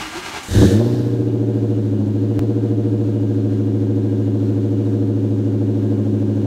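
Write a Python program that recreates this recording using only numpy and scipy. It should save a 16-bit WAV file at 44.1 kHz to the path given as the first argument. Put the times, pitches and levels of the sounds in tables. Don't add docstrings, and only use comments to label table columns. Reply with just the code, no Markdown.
import sys
import numpy as np
from scipy import signal
from scipy.fft import rfft, irfft
from scipy.io import wavfile

SR = 44100
rng = np.random.default_rng(int(sys.argv[2]) if len(sys.argv) > 2 else 0)


def field_ratio(decibels):
    return 10 ** (np.asarray(decibels, dtype=float) / 20)


def dump_mix(stems):
    frames = np.atleast_2d(stems).T
    limited = np.clip(frames, -1, 1)
    pcm = np.round(limited * 32767).astype(np.int16)
    wavfile.write(sys.argv[1], SR, pcm)


N = 284886
T = np.arange(N) / SR
HZ = np.fft.rfftfreq(N, 1 / SR)

# (time [s], grind [dB], gear tone [Hz], gear tone level [dB])
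STROKES = [
    (.015, -37.5, 329.6, -36),
    (.075, -41, 305.6, -35),
    (.165, -38.5, 336.8, -26.5),
    (.268, -38, 378.6, -42),
    (.365, -37, 405.5, -38),
    (.49, -41.5, 344, -40),
]
STROKE_HALF_S, GEAR_HALF_S, COAST_DB, STARTER_OFF_S = 0.043, 0.026, -39.5, 0.497
GEAR_DB, GEAR_LAG_S, WHIRR_DB = -49.5, 0.0079, -55.5
GROAN_S, GROAN_HZ, GROAN_DB, GROAN_HALF_S, GROAN_SAG_HZ_PER_S = .36, 843, -31.5, 0.0253, 550
# (frequency [Hz], level [dB per Hz])
GRIND_COLOUR = [(35, -46), (60, -19), (76, -36), (168, -4), (338, 5), (515, -16), (682, -9), (822, -2),
                (1090, -8), (1200, -12.5), (1910, -1), (2090, 1.5), (6280, -8.5), (11500, -21.5),
                (16000, -31.5)]
# (frequency [Hz], width [Hz], level [dB])
BODY = [(104, 88, 8), (726, 67, -4), (1000, 430, -8), (1191, 29, -1.5), (1400, 140, -6.5), (1612, 9, 3),
        (2080, 55, -22.5), (2390, 30, -16), (2885, 7.8, -4), (4160, 4.3, -5.5)]

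# (time [s], level [dB], half-length [s])
GUSTS = [
    (.05, -34, 0.18),
    (.58, -8.5, 0.057),
    (.97, -41, .05),
    (1.17, -45, 0.087),
    (2.39, -43, .05),
    (5.78, -49, 0.033),
]
CALM_DB = -60

# (time [s], speed [engine cycles per s])
SPEED_BEFORE = [
    (0.5, 4.97),
    (0.64, 10.227),
    (0.79, 14.145),
    (0.9, 15.153),
    (1.09, 14.651),
    (1.75, 13.674),
    (2.02, 13.044),
    (2.4, 13.906),
]
SPEED_AFTER = [(2.5, 13.855), (2.87, 13.752), (3.47, 13.372), (4.48, 13.373), (4.82, 13.5), (5.1, 13.399),
               (5.71, 13.362), (6.01, 13.199)]
# (time [s], share of a cycle)
MARK_BEFORE, MARK_AFTER = (.72, .537), (2.42, .574)
CUT_S, CUT_STEP = 2.39306, -0.25
IDLE_SPEED = 13.4

FIZZ_DB, FIZZ_S, FIZZ_CUT_S, FIZZ_CUT_LEN_S = -43, 0.43, .7, 0.095
# (frequency [Hz], level [dB per Hz])
FIZZ_COLOUR = [(3000, -30), (7000, 6), (10000, -0.5), (14000, -12), (16000, -15)]
RASP_S, RASP_RISE_S, RASP_HOLD_S, RASP_DB, RASP_FALL_DB_PER_S = 0.462, 0.1, 0.63, -32, 105
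LINGER_DB, LINGER_AT_S, LINGER_S = -40.5, 0.83, 0.31
# (frequency [Hz], level [dB per Hz])
RASP_COLOUR = [(350, -53), (600, 2), (748, -6), (801, -5.5), (1100, -14.5), (1640, -8.5), (2240, -19),
               (3730, -13), (4580, -14.5), (6640, -20), (10500, -28), (12800, -27), (16000, -40)]
# (frequency [Hz], width [Hz], level [dB])
TIN = [(1715, 170, 1.5), (2980, 32, 2), (3760, 320, -3), (6340, 500, -11)]
# (frequency [Hz], level [dB per Hz])
IDLE_COLOUR = [(590, 3), (1000, 0.5), (1070, -12), (1190, -9), (1610, -4.5), (1750, -6), (2050, -9),
               (3710, -7), (5130, -13.5), (6470, -12), (8750, -19), (10400, -21.5), (12300, -22),
               (15100, -26.5), (16000, -45.5)]
IDLE_DB = -47.5

# (push into first pipe [ratio], its lag [ms], push into second pipe [ratio], its lag [ms])
CYLINDERS = [(0.11, 0.55, 0.42, -0.44), (0.25, -1.36, 0.28, -0.57), (0.23, 0.44, 0.27, -0.73),
             (-1.0, -0.48, 1.0, 1.52), (0.19, 2.74, 0.65, 0.2), (0.21, -0.56, 0.38, -0.42),
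             (0.51, -1.35, 0.29, -0.78), (-0.22, 0.25, 0.56, 0.21)]
# (frequency [Hz], width [Hz], level [dB], polarity [+1 or -1])
PIPE_1 = [(50.0, 60.6, -44.1, 1), (87.7, 19.6, -36.5, 1), (211.7, 14.1, -30.4, -1),
          (278.8, 11.0, -26.1, -1), (299.0, 11.0, -27.4, -1), (302.8, 11.0, -24.0, 1),
          (349.5, 11.0, -41.8, 1), (372.6, 16.1, -31.3, 1), (468.5, 13.6, -29.5, 1),
          (479.9, 20.7, -38.0, -1), (531.7, 15.3, -35.7, -1), (603.9, 112.4, -36.2, 1),
          (613.6, 78.1, -35.6, -1)]
PIPE_2 = [(106.8, 14.9, -24.9, 1), (201.8, 13.2, -26.8, 1), (270.3, 11.0, -37.7, -1),
          (300.7, 11.0, -25.2, 1), (346.0, 18.5, -31.9, -1), (348.2, 38.9, -31.6, 1),
          (384.4, 11.0, -35.1, -1), (466.5, 11.0, -48.1, 1), (492.0, 13.2, -44.0, -1),
          (512.0, 11.0, -48.0, 1), (533.4, 12.9, -37.6, -1), (658.7, 27.5, -56.8, -1),
          (784.8, 11.0, -66.9, 1)]
# (frequency [Hz], width [Hz], level [dB], polarity [signed ratio])
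TIPS = [(498, 22, -38, -0.15), (521, 16, -51.5, -0.46), (574.6, 10.3, -37, 0.14), (593, 13, -44, 0.65),
        (693, 15, -43.5, -0.32), (818.5, 30, -49.5, 0.37), (932, 27, -70, -2.3), (1060, 18, -54.5, 0.55)]
TIP_PUSH = [0.28, 0.25, 0.63, 0.072, 0.34, 0.62, 1, 0.46]
# (time [s], extra push [dB], sharpness of the pulse [dB])
SURGE = [
    (.46, -54, 4),
    (.49, 3, -3),
    (.535, 6, -3.5),
    (.575, 13.5, -3.5),
    (.605, 18.5, -6.5),
    (.67, 13, -6.5),
    (.72, 5.5, -1.5),
    (.8, -2, 7),
    (1.1, 0, 0.5),
]
# (level at idle [dB], slope [dB per cycle/s above idle])
PUSH, BITE, CRACK = (-0.91, 3.26), (2.06, -4.5), (-0.37, 2.8)
BITE_PER_S = 0.36
RAGGED, EVEN, FREE_S, SETTLE_S = 0.28, 0.045, .71, .07
DRONE_DB, DRONE_DIP_DB, DRONE_DIP_ONSET_S, DRONE_RECOVERY_S = .6, -16.5, 0.042, 0.26
LUG_DRONE, RAGGED_DRONE_DB = -16.5, 0.5
LUG_BITE, LUG_SECOND = 13.8, 14.7
LAZY_AT, LAZY_WIDTH, LAZY, LAZY_SLOPE = .37, .06, .12, -1.2

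# (time [s], frequency [Hz], level [dB], half-length [s])
BOOMS = [
    (0.543, 88, -18, 0.036),
    (.597, 101.7, -9, 0.039),
]
# (multiple of the firing rate [ratio], level [dB], fade [s])
CLIMB = [
    (1, -22, 0.26),
    (2, -18.5, .14),
    (3, -21, 0.16),
]
CLIMB_S, CLIMB_RISE_S = .765, 0.077
TONE_LAG, LAG_PER_SPEED, LAG_FULL_SPEED = .28, .17, 14.6


def evened(x):
    return x / np.sqrt(np.mean(x ** 2) + 1e-20)


def columns(rows):
    s, *values = np.transpose(rows)
    return [np.interp(T, s, v) for v in values]


def swell(s, half):
    return np.exp(-((T - s) / half) ** 2)


def wobble(hz):
    return evened(irfft(rfft(rng.standard_normal(N)) / (1 + (HZ / hz) ** 4), N))


def coloured(x, points):
    f, db = np.transpose(points)
    gain = field_ratio(np.interp(np.log(HZ + 1), np.log(f + 1), db)) * (HZ < 15750)
    return evened(irfft(rfft(x) * gain, N))


def modes(rows):
    return sum(np.prod(sign) * field_ratio(db) * hz * width / (hz ** 2 - HZ ** 2 + 1j * HZ * width)
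               for hz, width, db, *sign in rows)


def ringing(x, rows):
    power = sum(abs(modes([row])) ** 2 for row in rows)
    return evened(irfft(rfft(x) * np.sqrt(power) * HZ / (HZ + 800), N))


def starter():
    stroke_s, _, gear_hz, _ = np.transpose(STROKES)
    hz = np.interp(T, stroke_s, gear_hz)
    load = field_ratio(COAST_DB) + sum(field_ratio(db) * swell(s, STROKE_HALF_S) ** 1.3 for s, db, _, _ in STROKES)
    mesh = field_ratio(GEAR_DB) + sum(field_ratio(db) * swell(s + GEAR_LAG_S, GEAR_HALF_S) for s, _, _, db in STROKES)
    turns = np.cumsum(hz * (1 + 0.029 * wobble(57))) / SR
    teeth = (0.85 + np.exp(-(turns % 1) / 0.73)) * rng.standard_normal(N)
    grind = coloured(teeth, GRIND_COLOUR) + field_ratio(-1.5) * ringing(teeth, BODY)
    motor = load * field_ratio(0.76 * wobble(34)) * grind
    motor += field_ratio(WHIRR_DB) * coloured(teeth, FIZZ_COLOUR)
    motor += mesh * np.sin(2 * np.pi * turns)
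    groan_hz = GROAN_HZ - GROAN_SAG_HZ_PER_S * (T - GROAN_S)
    groan = np.sin(2 * np.pi * np.cumsum(groan_hz) / SR)
    groan = field_ratio(GROAN_DB + 2.0 * wobble(48)) * groan * swell(GROAN_S, GROAN_HALF_S)
    return motor * np.clip((STARTER_OFF_S - T) / 0.04, 0, 1) + groan


def rumble():
    air = coloured(rng.standard_normal(N),
                   [(12, -38), (30, 2.0), (50, 4.5), (70, -18.5), (120, -44.0), (400, -69.5)])
    gusts = sum(field_ratio(db) * swell(s, half) for s, db, half in GUSTS)
    return field_ratio(-14.5) * (field_ratio(CALM_DB + 2.5 * wobble(4.0)) + gusts) * air


def crank(speed, mark):
    cycles = np.cumsum(columns(speed)[0]) / SR
    mark_s, share = mark
    return cycles - np.interp(mark_s, T, cycles) + share + 100


def puffs(cycles, depth, throb):
    gate = 1 - depth + depth * np.exp(-(8 * cycles % 1) / .35)
    return gate * field_ratio(throb * np.cos(2 * np.pi * (cycles - .6))) * rng.standard_normal(N)


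def hiss(cycles):
    gas = puffs(cycles, 0.24, throb=0.42)
    tin_fade = np.clip((.82 - T) / .08, 0, 1)
    rasp = coloured(gas, RASP_COLOUR) + field_ratio(-5) * ringing(gas, TIN) * tin_fade
    after = np.maximum(T - RASP_HOLD_S, 0)
    flare = field_ratio(RASP_DB - RASP_FALL_DB_PER_S * after) * np.clip((T - RASP_S) / RASP_RISE_S, 0, 1)
    flare += field_ratio(LINGER_DB) * swell(LINGER_AT_S, LINGER_S) * np.clip((T - FIZZ_S) / 0.097, 0, 1)
    fizz_gate = (T >= FIZZ_S) * np.interp(T, [FIZZ_CUT_S, FIZZ_CUT_S + FIZZ_CUT_LEN_S], [1, 0])
    fizz = field_ratio(FIZZ_DB) * fizz_gate * coloured(gas, FIZZ_COLOUR)
    ticks = (rng.random(N) < 150 / SR) * rng.standard_normal(N) * field_ratio(4.0)
    works = puffs(cycles, 0.26, throb=0.56) + ticks
    idle = coloured(works, IDLE_COLOUR) + field_ratio(-9.0) * ringing(works, BODY)
    idle *= field_ratio(IDLE_DB + 0.47 * wobble(6.1)) * np.clip((T - .45) / 0.29, 0, 1)
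    return idle + flare * rasp + fizz


def burning(cycles):
    over = np.clip(np.gradient(cycles) * SR - IDLE_SPEED, -.4, 1.8)
    free = np.maximum(T - FREE_S, 0)
    settling = np.exp(-free / SETTLE_S)
    lug = np.maximum(-over, 0) * (T > FREE_S + .1)
    surge_db, sharp_db = columns(SURGE)
    push_db, bite_db, crack_db = (base + slope * over for base, slope in (PUSH, BITE, CRACK))
    bite_db = bite_db + sharp_db + BITE_PER_S * T + LUG_BITE * lug
    drone_db = DRONE_DB + RAGGED_DRONE_DB * settling + LUG_DRONE * lug
    drone_db += DRONE_DIP_DB * (1 - np.exp(-free / DRONE_DIP_ONSET_S)) * np.exp(-free / DRONE_RECOVERY_S)
    drone_db += np.minimum(sharp_db, 0)
    uneven = np.clip(EVEN + (RAGGED - EVEN) * settling, 0, 1)
    lazy = np.clip(LAZY + LAZY_SLOPE * over, 0, 1)
    lazy = lazy * np.exp(-((cycles % 1 - LAZY_AT) / LAZY_WIDTH) ** 2)
    return push_db + surge_db, uneven, bite_db, drone_db, crack_db + sharp_db, 1 - lazy, LUG_SECOND * lug


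def exhaust(cycles):
    push_db, uneven, bite_db, drone_db, crack_db, firm, second_db = burning(cycles)
    slot = np.arange(np.ceil(8 * cycles[0]), 8 * cycles[-1])
    s = np.interp(slot / 8, cycles, T)
    turn = slot.astype(int) % len(CYLINDERS)
    cylinder = np.array(CYLINDERS)[turn]
    chance = rng.standard_normal((len(s), 3))
    spread = np.interp(s, T, uneven)
    size = field_ratio(np.interp(s, T, push_db)) * (1 + spread * chance[:, 0]) * SR / 26.8
    spectrum = 0
    for k, pipe in enumerate((PIPE_1, PIPE_2)):
        lag_s = cylinder[:, 2 * k + 1] / 1000 + .0012 * spread * chance[:, k + 1]
        at = np.clip(np.round((s + lag_s) * SR).astype(int), 0, N - 1)
        drive = np.bincount(at, size * cylinder[:, 2 * k], N)
        drive += field_ratio(20.5 + push_db) * np.sqrt(uneven) * rng.standard_normal(N)
        spectrum = spectrum + rfft(drive) * modes(pipe) / (1 + (HZ / 530) ** 16)
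    snap = np.bincount(at, size * np.array(TIP_PUSH)[turn], N)
    snap += field_ratio(43.5 + push_db) * np.sqrt(uneven) * puffs(cycles, 0.71, throb=2.3)
    spectrum += rfft(snap * field_ratio(crack_db)) * modes(TIPS) / (1 + (400 / (HZ + 1)) ** 8)
    spectrum *= np.exp(-(HZ / 1100) ** 2) * (1j * HZ / (1j * HZ + 40)) ** 2
    upper = irfft(spectrum / (1 + (340 / (HZ + 1)) ** 4), N)
    drone = irfft(spectrum / (1 + ((HZ - 295) / 35) ** 2), N)
    second = irfft(spectrum / (1 + ((HZ - 210) / 25) ** 2), N)
    out = irfft(spectrum, N) + (field_ratio(bite_db) - 1) * upper
    out += (field_ratio(drone_db) - 1) * drone + (field_ratio(second_db) - 1) * second
    return out * firm * (T > SURGE[0][0])


def boom(cycles):
    rung = sum(field_ratio(db) * swell(s, half) * np.sin(2 * np.pi * hz * (T - s)) for s, hz, db, half in BOOMS)
    slow = LAG_PER_SPEED * np.maximum(LAG_FULL_SPEED - np.gradient(cycles) * SR, 0)
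    rise = np.where(T < CLIMB_S, swell(CLIMB_S, CLIMB_RISE_S), 1)
    after = np.maximum(T - CLIMB_S, 0)
    climb = 0
    for k, db, fade in CLIMB:
        turns = k * len(CYLINDERS) * cycles - TONE_LAG + slow / k
        climb = climb + field_ratio(db) * np.exp(-after / fade) * np.cos(2 * np.pi * turns)
    return np.sqrt(2) * (rung + rise * climb)


def scene():
    before, after = crank(SPEED_BEFORE, MARK_BEFORE), crank(SPEED_AFTER, MARK_AFTER)
    first, second = exhaust(before), exhaust(after)
    cut = round(CUT_S * SR)
    settle = np.exp(-abs(T - CUT_S) / .003)
    second = second + (first[cut] + CUT_STEP - second[cut]) * settle
    engine = np.where(T < CUT_S, first, second)
    cycles = np.where(T < CUT_S, before, after)
    return (starter() + rumble() + hiss(cycles) + engine + boom(before))[None]


def top_cut(x):
    return signal.sosfilt(signal.butter(12, 16480, fs=SR, output="sos"), x)


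def record(dry):
    port = 1 - 0.26 / (1 + ((HZ - 10450) / 500) ** 2)
    heard = irfft(rfft(dry) * port, N)
    rounded = heard / (1 + (heard / .76) ** 6) ** (1 / 6)
    return top_cut(rounded)


dry = scene()
out = record(dry)
dump_mix(out)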